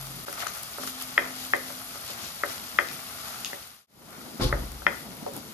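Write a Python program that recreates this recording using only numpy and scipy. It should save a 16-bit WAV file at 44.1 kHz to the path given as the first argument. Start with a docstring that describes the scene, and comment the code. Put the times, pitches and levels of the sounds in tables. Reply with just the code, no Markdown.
"""Chopped onions sizzle in hot oil in an iron pan: uneven noise grains, with loud spits as filtered noise bursts.
A wooden spatula knocks the pan as decaying modes and scrapes it as resonant noise; the lowest pan mode sings on.
Behind are a burner's roar, a rumble and a heavy door thud, modes driven by blows, in a small tiled kitchen.
Two microphone ports hear it in three stretches: an abrupt early join, then a fade through silence."""
import sys
import numpy as np
from scipy import signal
from scipy.fft import rfft, irfft
from scipy.io import wavfile
from scipy.ndimage import uniform_filter1d

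SR = 44100
rng = np.random.default_rng(int(sys.argv[2]) if len(sys.argv) > 2 else 0)


def generate_wav(sig):
    """Save sig (samples, or channels by samples) to the path in sys.argv[1] as 16-bit PCM at SR."""
    pcm = np.round(np.clip(np.atleast_2d(sig).T, -1, 1) * 32767).astype(np.int16)
    wavfile.write(sys.argv[1], SR, pcm)


def invert_db(x):
    """Field ratio 10**(x/20) for x, a level in decibels (scalar or array-like)."""
    u = np.asarray(x, float) / 20
    return 10 ** u


N = 243872
T = np.arange(N) / SR  # s
HZ = np.maximum(np.fft.rfftfreq(N, 1 / SR), 1)
JOIN_S = 0.252  # the first stretch ends


def set_rms(x, db):
    """Energy normalisation: scale a signal to an rms level in dB."""
    return x * invert_db(db) / np.sqrt(np.mean(x ** 2))


def across(table, column):
    """Logarithmic frequency axis: interpolate one table column at every bin."""
    table = np.array(table)
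    return np.interp(np.log(HZ), np.log(table[:, 0]), table[:, column])


def colour(x, table):
    """Linear filtering: shape the spectrum by (frequency [Hz], level [dB]) points, silent outside them."""
    inside = (HZ > table[0][0]) & (HZ < table[-1][0])
    return irfft(rfft(x) * invert_db(across(table, 1)) * inside, N)


# the two microphone ports:
# (frequency [Hz], likeness [0-1], left minus right [dB], phase the right leads by [rad])
PORT_PAIR = [(39.8, 0.9, 4, -0.8), (200, 0.98, 2, 0.79), (490, 0.64, -0.5, 0.7), (1100, .3, 5.5, -1),
             (1800, 0.06, 1.5, -2), (2800, 0.8, 2, -1.5), (4740, 0.21, 8.5, -3), (6560, 0.2, 6.5, -6),
             (7740, 0.8, 3, -4), (8450, 0.68, 2.5, -1.76), (10800, 0.1, -3.5, 0.4), (10920, 1, 3.5, -17),
             (13430, 0.8, -2.5, -1), (16740, .95, 13, -3.5)]


def ports(envelope):
    """Partial coherence: noise under one envelope, partly shared by the two ports and partly each their own."""
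    shared, left, right = rfft(envelope * rng.standard_normal((3, N)))
    likeness = np.clip(across(PORT_PAIR, 1), 0, 1)
    common = np.sqrt(likeness) * shared
    own = np.sqrt(1 - likeness)
    tilt = invert_db(across(PORT_PAIR, 2) / 2)
    lead = np.exp(1j * across(PORT_PAIR, 3))
    left = tilt * (common + own * left)
    right = (common * lead + own * right) / tilt
    return irfft(np.array([left, right]), N)


def grains(per_s, spread_db, decay_ms, bed):
    """Shot noise: envelope of many random decaying bursts of very uneven size over a steady bed."""
    sizes = invert_db(spread_db * np.minimum(rng.exponential(size=N), 4))
    starts = (rng.random(N) < per_s / SR) * sizes
    bursts = signal.lfilter([1], [1, -np.exp(-1000 / (decay_ms * SR))], starts)
    return np.sqrt(bed ** 2 + set_rms(bursts, 0) ** 2)


def ring(modes, seconds, phase=0):
    """Modal superposition: a sum of exponentially decaying sines."""
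    t = T[:int(seconds * SR)]
    hz, db, t60 = np.array(modes).T[:, :, None]
    decay = np.exp(-np.log(1000) * t / t60)
    return np.sum(invert_db(db) * np.sin(2 * np.pi * hz * t + phase) * decay, axis=-2)


def push(ms):
    """Impulse of a contact force: one smooth hump of unit area."""
    hump = np.hanning(max(int(ms * SR / 1000), 1) + 2)
    return hump / hump.sum()


def humps(table, column):
    """Piecewise-linear modulation in dB: a triangle around each row's (peak, half length)."""
    return sum(row[column] * np.clip(1 - np.abs(T - row[0]) / row[1], 0, 1) for row in table)


def slow_noise(samples):
    """Low-pass random modulation: twice-averaged noise."""
    return uniform_filter1d(uniform_filter1d(rng.standard_normal(N), samples), samples)


def add(out, sound, s, pan_db):
    """Superposition: mix a one- or two-channel sound in at time s, left minus right by pan_db."""
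    i = int(s * SR)
    sound = sound[..., :N - i] * invert_db(np.array([[pan_db], [-pan_db]]) / 2)
    out[:, i:i + sound.shape[1]] += sound


# spectrum of the background rumble: (frequency [Hz], relative level [dB])
RUMBLE_COLOUR = [(22, -22.5), (40, -16.5), (65, -6), (110, -6), (170, -8.5), (250, -23)]


def rumble():
    """Stationary noise: a steady deep background at an rms of -57 dB."""
    return set_rms(colour(ports(np.ones(N)), RUMBLE_COLOUR), -57)


# spectrum of the flame: (frequency [Hz], relative level [dB])
ROAR_COLOUR = [(90, -13), (150, -1), (230, 2.5), (330, -3.5), (450, -7), (700, -11), (1000, -10.5)]


def burner(roar_db):
    """Turbulent combustion noise: the low roar of the flame, wavering in level."""
    flutter_db, flutter_per_s = 1.85, 20  # rms dB; averaging windows per second
    waver_db = flutter_db * set_rms(slow_noise(int(SR / flutter_per_s)), 0)
    return invert_db(roar_db + waver_db) * set_rms(colour(ports(np.ones(N)), ROAR_COLOUR), 0)


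# the door lands in stages:
# (time [s], frame blow [dB], panel blow [dB], panel softness [ms], rattle [dB])
THUD_STAGES = [(4.397, -53, -27.5, 2.3, -29.5), (4.41, -34, -26.5, 2.1, -23.5),
               (4.419, -23.5, -20.5, 1.8, -33), (4.431, -29, -24, 2.1, -32), (4.449, -19, -24.5, 2, -42.5),
               (4.461, -27.5, -30, 2.2, -34), (4.491, -40.5, -31.5, 2.2, -63.5)]
# door modes, five of the frame and then the panel's: (frequency [Hz], level [dB], t60 [s])
DOOR_MODES = [(42.4, 2, 0.82), (51.5, -10, .9), (61.6, -9.5, 1.12), (121, -0.5, 0.31), (131.2, -10.5, 0.7),
              (200, -14, 0.063), (288, -3.5, 0.15), (362, -9.5, 0.44), (395, -1, 0.069), (513, -1.5, 0.19),
              (608, -6.5, 0.053), (855, -10.5, 0.32), (1080, -3, 0.15), (1190, -20, 0.091)]
# a thud already ringing at the start: (frequency [Hz], level [dB], t60 [s])
RINGING_THUD = [(43.5, -48.5, 1.5), (135, -40, 1.6)]
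# spectrum of the loose fittings: (frequency [Hz], relative level [dB])
RATTLE_COLOUR = [(500, 0), (1200, -8), (2500, -9.5), (3600, -1), (4800, -2.5), (7000, -14), (13000, -15)]


def door():
    """Forced modal response: soft heavy blows ring the deep frame and the panel; loose fittings rattle brightly."""
    deep, panel, rattle = np.zeros((3, 2, N))
    t = T[None, :8000]
    rattle_shape = np.exp(-t / 0.034) * (1 - np.exp(-t / 0.003))
    for s, deep_db, panel_db, soft_ms, rattle_db in THUD_STAGES:
        add(deep, invert_db(deep_db) * push(2.5)[None], s, 0.8)
        force = push(soft_ms)
        roughness = 1 + 3.7 * rng.standard_normal((2, len(force)))
        add(panel, invert_db(panel_db) * force * roughness, s, 2.5)
        add(rattle, invert_db(rattle_db) * rattle_shape, s, 0)
    boom = np.zeros((2, N))
    for force, modes in [(deep, DOOR_MODES[:5]), (panel, DOOR_MODES[5:])]:
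        boom += signal.fftconvolve(force, ring(modes, 1.2)[None])[:, :N]
    # slow random level modulation roughens the boom
    wobble_db = 1.884 * set_rms(slow_noise(700), 0)
    boom = boom * invert_db(wobble_db)
    add(boom, ring(RINGING_THUD, JOIN_S), 0, 1.5)
    rattle_grains = grains(700, 3.0, 3.9, bed=0.98)
    return boom, colour(ports(rattle[0] * rattle_grains), RATTLE_COLOUR)


# spectrum of the room's reply: (frequency [Hz], relative level [dB])
KITCHEN_COLOUR = [(60, -7.5), (300, 5), (1200, -5), (2200, -5), (3000, -5), (6000, -4.5), (15000, -22.5)]


def kitchen(struck):
    """Room impulse response of hard walls: after a short gap a dense tail, unlike at the two ports,
    with two stronger bunches of early echoes in it."""
    t = T[:int(0.7 * SR)]
    early = sum(gain * np.exp(-((t - s) / 0.0034) ** 2) for s, gain in [(0.013, 0.99), (0.025, 0.23)])
    dense = np.exp(-np.log(1000) * t / 0.39) * np.clip((t - 0.004) / 0.0028, 0, 1)  # t60 0.39 s
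    response = set_rms((dense + early) * rng.standard_normal((2, len(t))), -47.5)
    return colour(signal.fftconvolve(struck, response, axes=1)[:, :N], KITCHEN_COLOUR)


# blows that wake the lowest pan mode: (time [s], level [dB], time of damping [s])
NOTE_BLOWS = [(.788, -47, 1.95), (1.18, -48, 1.95), (1.537, -52.5, 1.84), (2.437, -56, 3.15),
              (2.79, -57.5, 3.3)]


def pan_note():
    """Lightly damped resonance: the pan's lowest mode sings on after a blow until the spatula damps it."""
    note_hz, rise_s = 257.4, 0.015
    free_t60_s, damped_t60_s = 3.8, 0.44  # the damping adds to the free decay
    power = 0
    for s, db, damped_s in NOTE_BLOWS:
        free_db = 60 * np.maximum(T - s, 0) / free_t60_s
        damped_db = 60 * np.maximum(T - damped_s, 0) / damped_t60_s
        rise = np.clip((T - s) / rise_s, 0, 1)
        power = power + (invert_db(db - free_db - damped_db) * rise) ** 2
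    note = np.sqrt(2 * power) * np.sin(2 * np.pi * note_hz * T)
    return note * invert_db(np.array([[1.5], [-1.5]]))


# resonances that a dragged blade wakes in the pan: (frequency [Hz], width [Hz], peak [dB])
SCRAPE_RESONANCES = [(694, 137, -3), (837, 36, -6.5), (1280, 380, -1.5), (2060, 580, -8)]
# brief changes of the scraping noise and of the low roar, around drags, knocks and the thud:
# (peak time [s], half length [s], scrape lift [dB], roar lift [dB])
BRIEF_LIFTS = [(.43, 0.095, 10, 1.5), (.47, 0.025, 2, -5), (.57, 0.055, 5, -8.5), (.84, .07, 4, 9.5),
               (1.02, 0.047, 3, -6), (1.24, 0.11, 8, 7.5), (1.6, 0.091, -2, 0), (2.17, 0.12, 3.5, 6.5),
               (2.55, 0.14, 2, 1), (2.93, 0.15, 0.5, 7.5), (3.28, 0.228, 4, 0), (4.14, .08, 7.5, 2.5),
               (4.41, 0.023, 16, 14.5), (4.53, 0.17, 7.5, 8), (4.92, 0.047, 9, 0.5), (5.368, 0.041, 4.5, 7)]


def scrape(base_db):
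    """Stick-slip friction: the blade stutters over the iron, dense uneven slips through broad resonances."""
    shape = 0
    for hz, width, peak_db in SCRAPE_RESONANCES:
        shape = shape + invert_db(peak_db) / np.sqrt(1 + (2 * (HZ - hz) / width) ** 4)
    slips = ports(grains(230, 2.3, 2.8, bed=1.57))
    scrape_db = base_db + humps(BRIEF_LIFTS, column=2)
    return invert_db(scrape_db) * set_rms(irfft(rfft(slips) * shape, N), 0)


# spatula on iron: (time [s], peak [dB], handle pitch [Hz], blade minus handle [dB],
# hardness [dB], left minus right [dB])
KNOCK_BLOWS = [(.282, -26.5, 1440, -9.5, -7, 3), (.328, -30.5, 1290, -3, 8, 4), (.423, -29, 1340, 2, 9, 9),
               (.467, -23.5, 1260, -8, 7.5, 9.5), (.783, -25, 1280, -16, -7, 2),
               (.834, -29.5, 1240, -8, 3, 7), (.874, -28.5, 1310, -6, 6, 4), (1.178, -3.5, 1350, 5, 8, 4),
               (1.535, -7.5, 1100, 8.5, 4, 3), (1.702, -32, 1250, -11, -6, 3),
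               (1.955, -33, 1280, -14, -5, -3), (2.099, -31, 1260, -1, -10, 4),
               (2.435, -10.5, 1280, -1.5, -1, 4), (2.504, -30.5, 1510, 0, 3.5, 3),
               (2.787, -4.5, 1280, 2.5, 6.5, 4.5), (3.531, -22, 1080, 17, -3.5, 3),
               (4.526, -10, 1267, -1.5, -4.5, 3.5), (4.819, -35, 1380, -11, -4, 11),
               (4.866, -7, 1434, 3, 7, 4.5), (5.263, -26.5, 1100, -9, -19, 2.5)]
# spatula modes, low, high and of the blade: (frequency [Hz], level [dB], t60 [s])
LOW_MODES = [(430, -6, 0.098), (571, 5.5, 0.048), (751, 3, 0.049), (889, 4.5, 0.026), (1080, -7.5, .04)]
HIGH_MODES = [(2354, -9.5, 0.045), (3235, -6, .012), (5250, -21.5, .02)]
BLADE_MODES = [(1818, -1.5, 0.052), (1963, 1.7, 0.035), (2190, -16.5, 0.021)]
# gaps where neighbouring modes cancel: (frequency [Hz], width [Hz])
MODE_GAPS = [(1000, 49), (1540, 27), (2850, 230)]
# pan modes: (frequency [Hz], level [dB], t60 [s])
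PAN_MODES = [(360.5, 1, 0.4), (489, 3.5, .3), (669, 4.9, 0.26), (912, 0.46, 0.25)]


def knocks():
    """Impact excitation, wood on iron: quick spatula modes, choked as the blade rebounds, and a faint pan ring."""
    handle_t60_s = 0.051
    low_db, edge_db, edge_slope = -8.5, -13, 1.5  # hardness trades low modes for the hard edge
    contact_s, softer = 0.0013, 0.38  # rise of a middling knock; dB longer per dB less hard
    wood, iron = np.zeros((2, 2, N))
    chances = rng.standard_normal((len(KNOCK_BLOWS), 5))
    for (s, db, handle_hz, blade_db, hard_db, pan_db), chance in zip(KNOCK_BLOWS, chances):
        # each mode reaches the ports in its own phase
        phase = np.array([np.zeros(5), 1.34 + 0.5 * chance])
        handle = [(handle_hz, 0, handle_t60_s), (handle_hz * 1.082, -4, handle_t60_s)]
        groups = [(BLADE_MODES, min(blade_db, 0)), (LOW_MODES, low_db - hard_db),
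                  (handle, min(-blade_db, 0)), (HIGH_MODES, edge_db + edge_slope * hard_db)]
        tap = sum(invert_db(group_db) * ring(modes, 0.065, phase[:, :len(modes), None])
                  for modes, group_db in groups)
        t = T[:tap.shape[1]]
        rise_s = contact_s * invert_db(-softer * hard_db)
        contact = np.sin(np.pi / 2 * np.minimum(t / rise_s, 1)) ** 2
        choke = 0.17 + 0.77 / (1 + (t / 0.0041) ** 6)
        tap = tap * contact * choke
        add(wood, invert_db(db) * tap / np.abs(tap.mean(0)).max(), s, pan_db)
        pan_rise = np.minimum(T[:SR // 2] / 0.0025, 1)
        add(iron, invert_db(db - 38) * ring(PAN_MODES, 0.5) * pan_rise, s, 1.5)
    for hz, width in MODE_GAPS:
        wood = signal.lfilter(*signal.iirnotch(hz, hz / width, fs=SR), wood)
    # so small a blade radiates little bass
    return signal.sosfilt(signal.butter(2, 260, "high", fs=SR, output="sos"), wood), iron


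# bursting steam pockets: (time [s], peak [dB], centre [Hz], left minus right [dB])
STEAM_POPS = [(0.0692, -27, 10200, 6), (0.3274, -20.5, 11200, 3.0), (0.404, -23, 3150, 10),
              (0.471, -19.5, 4660, 4.5), (0.5497, -26, 11200, 3.0), (0.585, -28, 5490, 6),
              (0.633, -21, 11800, 3.5), (0.8739, -21, 5430, 3), (1.0233, -19, 12300, 3),
              (1.4394, -25, 11300, 3.5), (1.522, -28, 11500, -5), (2.887, -24, 3940, 6),
              (3.447, -14.5, 4390, 3.5), (4.1071, -32, 12800, -4), (4.7184, -29, 10800, 1.5),
              (5.336, -27, 12700, -3), (5.3654, -21.5, 10500, 0)]


def spits():
    """Transient steam release: single loud pops, each a broad noise burst about a millisecond long."""
    out, t = np.zeros((2, N)), T[:600]
    burst = np.exp(-t / 0.00076) * np.minimum(t / 0.00018, 1)
    noises = rng.standard_normal((len(STEAM_POPS), 2, 600))
    for (s, db, hz, pan_db), noise in zip(STEAM_POPS, noises):
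        edges = [hz * 0.55, min(hz * 1.54, 14500)]
        band = signal.butter(2, edges, "band", fs=SR, output="sos")
        source = np.sign(noise) + 0.37 * noise[0]  # own to each port, plus a shared part
        pop = signal.sosfilt(band, source * burst)
        add(out, invert_db(db) * pop / np.abs(pop).max(), s, pan_db)
    return out


# spectra of the fine fizz and the coarse crackle: (frequency [Hz], relative level [dB])
FINE_COLOUR = [(5000, -34.5), (7500, -9.5), (9000, -5.5), (10800, -1.5), (12000, -0.5), (13200, -4),
               (14200, -6.5), (14750, -12), (15100, -45)]
COARSE_COLOUR = [(400, -4.5), (1000, -12.5), (2200, -5), (3200, -1), (4800, -1.5), (6500, -4.5), (8000, -7),
                 (10000, -40)]
# wet onion meets hot oil and the fizz flares:
# (peak time [s], half length [s], fine lift [dB], coarse lift [dB])
FLARE_LIFTS = [(.41, .04, 5, 8), (.47, .02, 3, 5), (.57, .05, 2, 2), (.63, .012, 3, -1),
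               (.83, 0.029, 5, 6.5), (.88, 0.041, 7.5, 5.5), (1.02, 0.032, 4.5, 6.5), (1.42, 0.073, 3, 4.5),
               (1.68, .07, 2.5, 1.5), (1.84, 0.069, 1.5, -2), (2.1, .05, 0.5, 6), (2.25, 0.077, 1, 5.5),
               (2.51, 0.078, 3.5, 5.5), (2.94, 0.026, 5, 3), (3.3, 0.13, 1, 2.5), (4.6, 0.14, 2, 2.5),
               (4.974, 0.091, 4, 3.5), (5.366, 0.043, 4, 3.5)]


def sizzle(fine_db, coarse_db):
    """Bubble noise of boiling water: small bubbles fizz high, larger ones crackle lower, some bursts span both."""
    wide = grains(150, 3.96, 0.64, bed=3.7)
    fine = colour(ports(wide * grains(700, 3.4, 0.25, bed=1.55)), FINE_COLOUR)
    coarse = colour(ports(wide * grains(500, 3.6, 1.0, bed=2.3)), COARSE_COLOUR)
    fine_db = fine_db + humps(FLARE_LIFTS, column=2)
    coarse_db = coarse_db + humps(FLARE_LIFTS, column=3)
    return invert_db(fine_db) * set_rms(fine, 0) + invert_db(coarse_db) * set_rms(coarse, 0)


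# base levels of each stretch, before the lifts:
# (start time [s], fine fizz [dB], coarse fizz [dB], spatula scrape [dB], burner roar [dB])
BASE_LEVELS = [(0, -44, -44.5, -48, -51.5), (.252, -43.5, -43, -47, -55), (3.866, -49, -48.5, -51, -47)]


def scene():
    """Linear superposition of all sources; the knocks, the spits and the door's boom also fill the room."""
    start, *columns = np.transpose(BASE_LEVELS)
    stretch = np.searchsorted(start, T, "right") - 1
    fine_db, coarse_db, scrape_db, roar_db = (column[stretch] for column in columns)
    roar = burner(roar_db + humps(BRIEF_LIFTS, column=3))
    boom, rattle = door()
    wood, iron = knocks()
    pops = spits()
    room = kitchen(wood + 2.4 * pops + 0.2 * boom)
    background = rumble() + roar + boom + rattle + room
    spatula = pan_note() + scrape(scrape_db) + wood + iron
    return background + spatula + pops + sizzle(fine_db, coarse_db)


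def roll_off(x):
    """The treble ends steeply here."""
    return signal.sosfilt(signal.butter(12, 15820, fs=SR, output="sos"), x)


def record(dry):
    """High-pass response of the microphone, then gain: a quick rise after the join, later a fade out and in."""
    rise_s = 0.017
    fade_s, fade_half_s, fade_bend = 3.866, 0.37, 1.115  # silent moment; time each way; curve exponent
    heard = signal.sosfilt(signal.butter(2, 32, "high", fs=SR, output="sos"), dry)
    rise = np.where(T < JOIN_S, 1, np.clip((T - JOIN_S) / rise_s, 0.05, 1))
    fade = np.clip(np.abs(T - fade_s) / fade_half_s, 0, 1) ** fade_bend
    return roll_off(heard * rise * fade)


dry = scene()
out = record(dry)
generate_wav(out)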